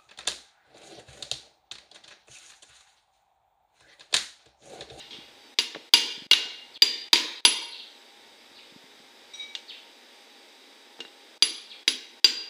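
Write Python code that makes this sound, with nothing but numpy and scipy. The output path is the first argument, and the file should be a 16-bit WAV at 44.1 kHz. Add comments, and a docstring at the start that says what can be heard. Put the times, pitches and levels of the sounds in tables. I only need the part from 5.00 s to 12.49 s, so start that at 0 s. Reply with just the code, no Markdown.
"""A hammer drives a screwdriver into a steel hub on a concrete floor. A dying blow and far knocks come first, then
blows: noise bursts crack, the slab thuds, decaying modes ring hub, shank and hammer head, and a diffuse hall answers.
Weak and strong taps, dull one-pitch clicks and falling chirps lie between; a steel clink follows far off, then more
taps and last blows with a shorter hub ring. Bumps and rumble come through a phone's case, filtered noise and
wavering tones make the machines, and a look-ahead limiter ducks just before loud peaks."""
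import sys
import numpy as np
from scipy import signal
from scipy.fft import rfft, irfft, next_fast_len
from scipy.io import wavfile
from scipy.ndimage import uniform_filter1d, minimum_filter1d, map_coordinates

SR = 44100
rng = np.random.default_rng(int(sys.argv[2]) if len(sys.argv) > 2 else 0)


def volts_from_decibels(level):
    """Turn decibel levels (scalar or array-like) into linear amplitude factors."""
    exponent = np.asarray(level, float) / 20
    return 10 ** exponent


def int16_out(signal):
    """Quantize to a 16-bit WAV file."""
    q = np.round(np.clip(np.atleast_2d(signal).T, -1, 1) * 32767)
    wavfile.write(sys.argv[1], SR, q.astype(np.int16))


N = 330309
LEAD = SR // 2  # samples kept ahead of time 0, so that an earlier blow can ring into the start
HEAVY_THUD_DB = -5  # what counts as a heavy thud

# hammer blows: (time [s], crack drive [dB], hub ring [dB], shank ring [dB], hammer-head ring [dB])
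BLOWS = [(-.22, 9.5, 1, 1, -39), (0.5872, 7, -9.5, -3.5, -25.5), (.937, 19, 6, 10.5, -9.5),
         (1.312, 15, 9.5, 2, -16.5), (1.821, 13.5, -12, 12, -23), (2.131, 18.5, -14, 6.5, -16),
         (2.4506, 18, 4, 9, 1.5), (6.4234, 9.5, -6, 5, -8), (6.8779, 7, -11.5, -5.5, -16.5),
         (7.2439, 13.5, -1.5, 14, -28)]
# noise spectrum of steel cracking and scuffing: (frequency [Hz], relative density [dB per Hz])
CRACK = [(88, -20.5), (150, -54.5), (700, -26.5), (1500, -21.5), (2100, -12), (3160, -5.5), (3700, -6.5),
         (4160, -8), (6510, -17.5), (7180, -20.5), (8900, -29), (11000, -39.5), (13500, -38.5),
         (16000, -28)]


def unit(x):
    """Normalisation to unit rms, the root of the mean power."""
    return x / np.sqrt(np.mean(x ** 2) + 1e-20)


def along(points, hz):
    """Interpolation of (frequency, value) points on a logarithmic frequency axis."""
    f, v = np.transpose(points)
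    return np.interp(np.log(hz + 1), np.log(f + 1), v)


def coloured(size, spectrum):
    """Spectral shaping: white noise weighted by the given spectrum, at rms 1."""
    m = next_fast_len(size)
    white = rfft(rng.standard_normal(m))
    shaped = white * volts_from_decibels(along(spectrum, np.fft.rfftfreq(m, 1 / SR)))
    return unit(irfft(shaped, m)[:size])


def wobble(rate):
    """Slow random modulation: a smooth curve through random knots, rate knots a second."""
    knots = rng.standard_normal(int(N * rate / SR) + 4)
    return map_coordinates(knots, [np.arange(N) * rate / SR])


def ring(modes, t, attack, scatter_db):
    """Modal superposition: decaying sines, each at a slightly new strength."""
    total = 0
    for hz, db, t60 in modes:
        decay = volts_from_decibels(db + scatter_db * rng.normal() - 60 * t / t60)
        total = total + decay * np.sin(2 * np.pi * hz * t)
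    return (1 - np.exp(-t / attack)) * total


def in_hall(x, wet_db, onset=0.0032):
    """Diffuse reverberation: direct sound plus a fresh noise tail whose every frequency dies at its own speed."""
    # reverberation time: (frequency [Hz], t60 [s])
    decay_times = [(200, 0.287), (500, 0.51), (1000, 0.46), (2000, 0.62), (4000, 0.53), (7000, 0.4),
                   (12000, 0.45)]
    # initial spectrum of the tail: (frequency [Hz], relative level [dB])
    tail_colour = [(200, 13), (1000, 3.5), (3000, -3.5), (6000, 2.5), (12000, -1.5)]
    hz, t, z = signal.stft(rng.standard_normal(SR * 3 // 4), SR, nperseg=256)
    z = z * volts_from_decibels(along(tail_colour, hz)[:, None] - 60 * t / along(decay_times, hz)[:, None])
    tail = signal.istft(z, SR, nperseg=256)[1]
    tail = tail * (1 - np.exp(-np.arange(len(tail)) / SR / onset))
    wet = signal.fftconvolve(x, tail / np.linalg.norm(tail))
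    return np.pad(x, (0, len(wet) - len(x))) + volts_from_decibels(wet_db) * wet


def add(track, s, x):
    """Linear superposition of x on the track at s seconds."""
    part = track[LEAD + round(s * SR):][:len(x)]
    part += x[:len(part)]


def thud_level(crack_db):
    """Impact scaling: the slab's thud [dB] grows a little less than the crack of a blow."""
    return -20.5 + .88 * crack_db


def hammer_blows(track):
    """Impact excitation: each blow makes a contact sound and rings the modes of shank and hammer head."""
    # screwdriver shank modes, plus a ring near 6 kHz shared with the hammer head:
    # (frequency [Hz], relative level [dB], t60 [s])
    shank = [(4768, 0, .065), (4785, -23, .27), (6020, -20, .09), (7345, -28, .16)]
    # hammer head modes: (frequency [Hz], relative level [dB], t60 [s])
    hammer = [(6035, -1, .09), (10112, 0, .16), (10137, -7, .16), (13550, -30, .08)]
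    t = np.arange(SR // 3) / SR
    for s, crack_db, hub_db, shank_db, hammer_db in BLOWS:
        shank_ring = volts_from_decibels(shank_db) * ring(shank, t, .0006, 1)
        hammer_ring = volts_from_decibels(hammer_db) * ring(hammer, t, .004, 1)
        tools = shank_ring + hammer_ring
        # slender tools beam their ring at the phone, less of it fills the hall
        add(track, s, 0.39 * tools)
        struck = contact(t, crack_db, thud_level(crack_db), hub_db, is_late(s))
        add(track, s, in_hall(struck + 0.81 * tools, wet_db=-16.5))


def rebounds_and_taps(track):
    """Low-pass filtered impact: rebounds and taps, weak to strong, each dulled at its own treble limit."""
    # taps: (time [s], crack drive [dB], thud [dB], hub ring [dB], treble limit [Hz])
    taps = [(0.747, -26, -34, -41, 3600), (.766, -18, -35, -55, 1200), (1.3329, 15.5, -38, -5, 5000),
            (2.157, 8, -12.5, -29, 5000), (2.475, 0, -18.5, -9, 5000), (4.551, -20, -70, -35.5, 9050),
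            (5.993, -43, -39.5, -53, 2020), (6.004, -26.5, -34.5, -30.5, 12000),
            (6.051, -41, -42.5, -40.5, 6020), (6.081, -51, -61, -55, 6050)]
    t = np.arange(SR // 3) / SR
    for s, crack_db, thud_db, hub_db, limit_hz in taps:
        low_pass = signal.butter(2, limit_hz, fs=SR, output="sos")
        touch = contact(t, crack_db, thud_db, hub_db, is_late(s))
        add(track, s, in_hall(signal.sosfilt(low_pass, touch), wet_db=-18.0))


def is_late(s):
    """Change of modal damping with time: contacts after 5 s have a weaker flange tone and a shorter hub ring."""
    return s > 5


def contact(t, crack_db, thud_db, hub_db, late=False):
    """Broadband impact plus modal response: a crack, a knock in the slab and the ring of hub and flange."""
    # hub modes: (frequency [Hz], relative level [dB], t60 [s])
    hub_modes = [(1490, -20, .12), (2821, 0, .09), (2833, -15, .3)]
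    # very short modes of the casting: (frequency [Hz], relative level [dB], t60 [s])
    casting = [(2300, -11, .01), (3340, -7, .011), (3600, -3, .011), (3850, -2, .012), (4100, -8, .01)]
    # hub flange modes: (frequency [Hz], relative level [dB], t60 [s])
    flange = [(944, 1.5, 0.066), (996, -2.5, 0.061)]
    # concrete slab modes: (frequency [Hz], relative level [dB], t60 [s])
    slab = [(257.3, -19.5, 0.19), (338.7, 2, 0.038), (403.6, 1.5, 0.035), (447.7, -10.5, 0.081)]
    # the tip skids and chatters for some milliseconds after the snap
    burst = (1 - np.exp(-t / 0.00054)) * (volts_from_decibels(-60 * t / 0.016) + 0.17 * volts_from_decibels(-60 * t / 0.21))
    sound = volts_from_decibels(crack_db - 4.5) * burst * coloured(len(t), CRACK)
    sound += volts_from_decibels(crack_db + 8.0) * ring(casting, t, attack=0.0015, scatter_db=4)
    # bowing of the flange grows 2.1 dB per dB of thud, so only heavy knocks bring it out
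    bow_db = -5.5 + 2.1 * (thud_db - HEAVY_THUD_DB)
    if late:  # weaker flange tone, shorter hub ring
        bow_db = bow_db - 14
        hub_modes = [(hz, db, min(t60, 0.11)) for hz, db, t60 in hub_modes]
    sound += volts_from_decibels(bow_db) * ring(flange, t, attack=0.0011, scatter_db=2)
    sound += volts_from_decibels(thud_db) * ring(slab, t, attack=0.0029, scatter_db=1)
    return sound + volts_from_decibels(hub_db) * ring(hub_modes, t, attack=0.00138, scatter_db=0.28)


def dull_clicks(track):
    """Heavily damped resonance: a short rattle of dull clicks near 0.75 s, dull knocks within the taps near 6 s."""
    # clicks: (time [s], drive [dB], pitch [Hz])
    clicks = [(.7473, -26, 1900), (0.75, -20.5, 1704), (0.7534, -30, 1110), (0.7602, -27, 560),
              (0.767, -31, 494), (5.992, -39, 800), (6.005, -30, 1710), (6.0505, -33, 1700)]
    t = np.arange(SR // 20) / SR
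    for s, db, hz in clicks:
        mode = (hz, db + 4.5, 6.5 / hz)  # 6.5 cycles to die by 60 dB
        add(track, s, in_hall(ring([mode], t, .0001, 1), wet_db=-20))


def steel_clinks(track):
    """Modal radiation at a distance: a small steel piece scuffs and rings under more echo than direct sound."""
    # clinks: (time [s], drive [dB], spectral tilt about 4 kHz [dB per octave])
    clinks = [(4.335, -31, 5.5), (4.364, -39, 8), (4.396, -33, -1.5)]
    # modes of the piece: (frequency [Hz], relative level [dB], t60 [s])
    piece = [(2288, -6, .13), (3817, 0, .1), (5744, -13, .11), (7900, -22, .07), (8893, -28, .08)]
    t = np.arange(SR // 3) / SR
    for s, db, tilt_db in clinks:
        modes = [(hz, level + tilt_db * np.log2(hz / 4000), t60) for hz, level, t60 in piece]
        scuff = volts_from_decibels(-15.5 - 60 * t / 0.21) * (1 - np.exp(-t / .008)) * coloured(len(t), CRACK)
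        rattle = volts_from_decibels(3 * wobble(90)[:len(t)])
        clink = scuff + rattle * ring(modes, t, 0.0053, 0.86)
        add(track, s, volts_from_decibels(db) * in_hall(clink, wet_db=3.0))


def far_knocks(track):
    """Reverberant field beyond the direct one: low-passed contacts across the hall, mostly echo."""
    # knocks: (time [s], crack drive [dB])
    knocks = [(.108, -32), (.13, -36), (.19, -44)]
    t = np.arange(SR // 3) / SR
    dull = signal.butter(4, 5200, fs=SR, output="sos")
    for s, db in knocks:
        knock = contact(t, db, thud_db=db - 23, hub_db=db - 13)
        add(track, s, in_hall(signal.sosfilt(dull, knock), wet_db=6.0))


def far_chirps(track):
    """Frequency modulation through a resonance: hoarse chirps fall from one pitch at one mean rate."""
    # chirps: (time [s], drive [dB], length [s])
    chirps = [(1.737, -39.5, 0.1), (2.712, -37.5, 0.052), (2.776, -40.5, 0.048), (3.553, -46, 0.0665),
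              (4.678, -39, 0.074), (6.693, -40.5, 0.082)]
    start_hz, mean_fall_hz_per_s = 5000, 46000
    for s, db, length in chirps:
        u = np.arange(round(length * SR)) / (length * SR)
        hz = start_hz - mean_fall_hz_per_s * length * (1 - (1 - u) ** 1.6)
        phase = 2 * np.pi * np.cumsum(hz) / SR
        throat = volts_from_decibels(-22 * np.log2(hz / 3700) ** 2)  # loudest near one resonance
        rasp = throat * wobble(800)[:len(u)]  # hoarse
        chirp = np.sin(np.pi * u ** .7) * rasp * np.sin(phase)
        add(track, s, volts_from_decibels(db) * in_hall(chirp, wet_db=6))


def low_thumps():
    """One-sided pulse: a low thump under each blow, perhaps from uneven clipping and limiting."""
    track = np.zeros(LEAD + N)
    length_s = 0.011
    pulse = np.sin(np.pi * np.arange(round(length_s * SR)) / (length_s * SR)) ** 2
    for s, crack_db, *_ in BLOWS:
        # stronger for harder blows: 1.4 dB per dB of thud
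        thump_db = -50 + 1.4 * (thud_level(crack_db) - HEAVY_THUD_DB)
        add(track, s, volts_from_decibels(thump_db) * pulse)
    return track[LEAD:]


def case_bumps():
    """Windowed resonance: soft bumps on the phone's case, two and a half cycles each."""
    # bumps: (time [s], level [dB])
    bumps = [(0.184, -41), (1.175, -40), (1.218, -38), (1.26, -43), (1.451, -43), (3.319, -62),
             (3.512, -55), (3.72, -48), (3.759, -41), (3.837, -50), (3.999, -53), (4.041, -61)]
    track = np.zeros(LEAD + N)
    case_hz = 244
    u = np.arange(round(2.5 * SR / case_hz)) * case_hz / SR  # cycles
    for s, db in bumps:
        add(track, s, volts_from_decibels(db) * np.sin(np.pi * u / 2.5) ** 2 * np.sin(2 * np.pi * u))
    return track[LEAD:]


def hand_rumble():
    """Amplitude-modulated noise: the holding hand's lumpy low rumble through the case."""
    # course of the rumble: (time [s], level [dB])
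    course = [(0.0, -71), (0.33, -80), (0.6, -93), (1.35, -84), (1.56, -76.5), (1.94, -75), (3.0, -102),
              (3.27, -80), (5.74, -100), (7.49, -87.5)]
    # its spectrum: (frequency [Hz], relative density [dB per Hz])
    rumble_colour = [(25, -17.5), (60, -3), (110, -4.5), (170, -3.5), (260, -31), (400, -88)]
    when, level_db = np.transpose(course)
    lumps = volts_from_decibels(np.interp(np.arange(N) / SR, when, level_db) + 3 * wobble(9))
    return lumps * coloured(N, rumble_colour)


def workshop_air():
    """Stationary broadband noise: the murmur of machines, its level barely wavering."""
    # murmur spectrum: (frequency [Hz], relative density [dB per Hz])
    murmur = [(18, -59), (30, -40), (179, -70), (215, -1.5), (449, 1.5), (822, -5.5), (1250, -7),
              (2170, -2.5), (2900, -5.5), (3870, 1.5), (4300, -11.5), (5040, -3.5), (5450, -11.5),
              (8080, -18), (11500, -24), (16000, -26.5)]
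    level_db = -53.5 + 0.197 * wobble(1.87) + 0.17 * wobble(12)
    return volts_from_decibels(level_db) * coloured(N, murmur)


def machine_whine():
    """Narrow-band tones: steady machine lines broadened by random level and phase modulation."""
    # whines: (frequency [Hz], relative level [dB])
    whines = [(813, -69.5), (920, -71), (3833, -82), (4597, -69.5), (5157, -77), (5932, -78), (7779, -82),
              (8376, -79)]
    t = np.arange(N) / SR
    total = np.zeros(N)
    for hz, db in whines:
        strength = volts_from_decibels(db + 4.5 + 2.18 * wobble(15))
        total += strength * np.sin(2 * np.pi * hz * t + 1.5 * wobble(32.0))
    return total


def scene():
    """High-pass at the microphone port: blows, taps, clicks and far sounds lose bass; the rest does not pass it."""
    track = np.zeros(LEAD + N)
    hammer_blows(track)
    rebounds_and_taps(track)
    dull_clicks(track)
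    steel_clinks(track)
    far_knocks(track)
    far_chirps(track)
    port = signal.butter(3, 170, "high", fs=SR, output="sos")
    airborne = signal.sosfilt(port, track)[LEAD:]
    through_case = case_bumps() + hand_rumble()
    return (airborne + low_thumps() + through_case + workshop_air() + machine_whine())[None]


def limiter(x):
    """Look-ahead gain control: peaks within the next 45 ms set the cut, which then decays exponentially."""
    ahead = round(.045 * SR)
    peak = -minimum_filter1d(-np.abs(x), ahead, origin=-(ahead // 2), mode="nearest")
    duck_db = 20 * np.log10(np.maximum(peak / .7, 1)) + 1e-3  # cut above a peak of 0.7
    release = np.arange(N) / SR / 0.12  # the cut shrinks with a time constant of 0.12 s
    duck_db = np.exp(np.maximum.accumulate(np.log(duck_db) + release) - release)
    return x * volts_from_decibels(-uniform_filter1d(duck_db, size=160, origin=79))  # glides over 160 samples


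def treble_end(x):
    """Band limitation: the treble drops by 16 dB at 15.5 kHz and ends at 16.48 kHz."""
    hz = np.fft.rfftfreq(2 * N, 1 / SR)

    def past(edge_hz):
        """Smooth step from 0 to 1 about one edge."""
        return .5 + .5 * np.tanh((hz - edge_hz) / 40)

    gain_db = -16 * past(15500) - 78 * past(16480)
    return irfft(rfft(x, 2 * N) * volts_from_decibels(gain_db))[:N]


def roll_off(x):
    """The treble ends steeply here."""
    return signal.sosfilt(signal.butter(12, 16530, fs=SR, output="sos"), x)


def record(dry):
    """Saturation, gain control and band limitation in turn: the microphone clips softly towards 5.6."""
    clipped = dry[0] / (1 + np.abs(dry[0] / 5.6) ** 6) ** (1 / 6)
    mix = treble_end(limiter(clipped))
    return roll_off(mix[None])


dry = scene()
out = record(dry)
int16_out(out)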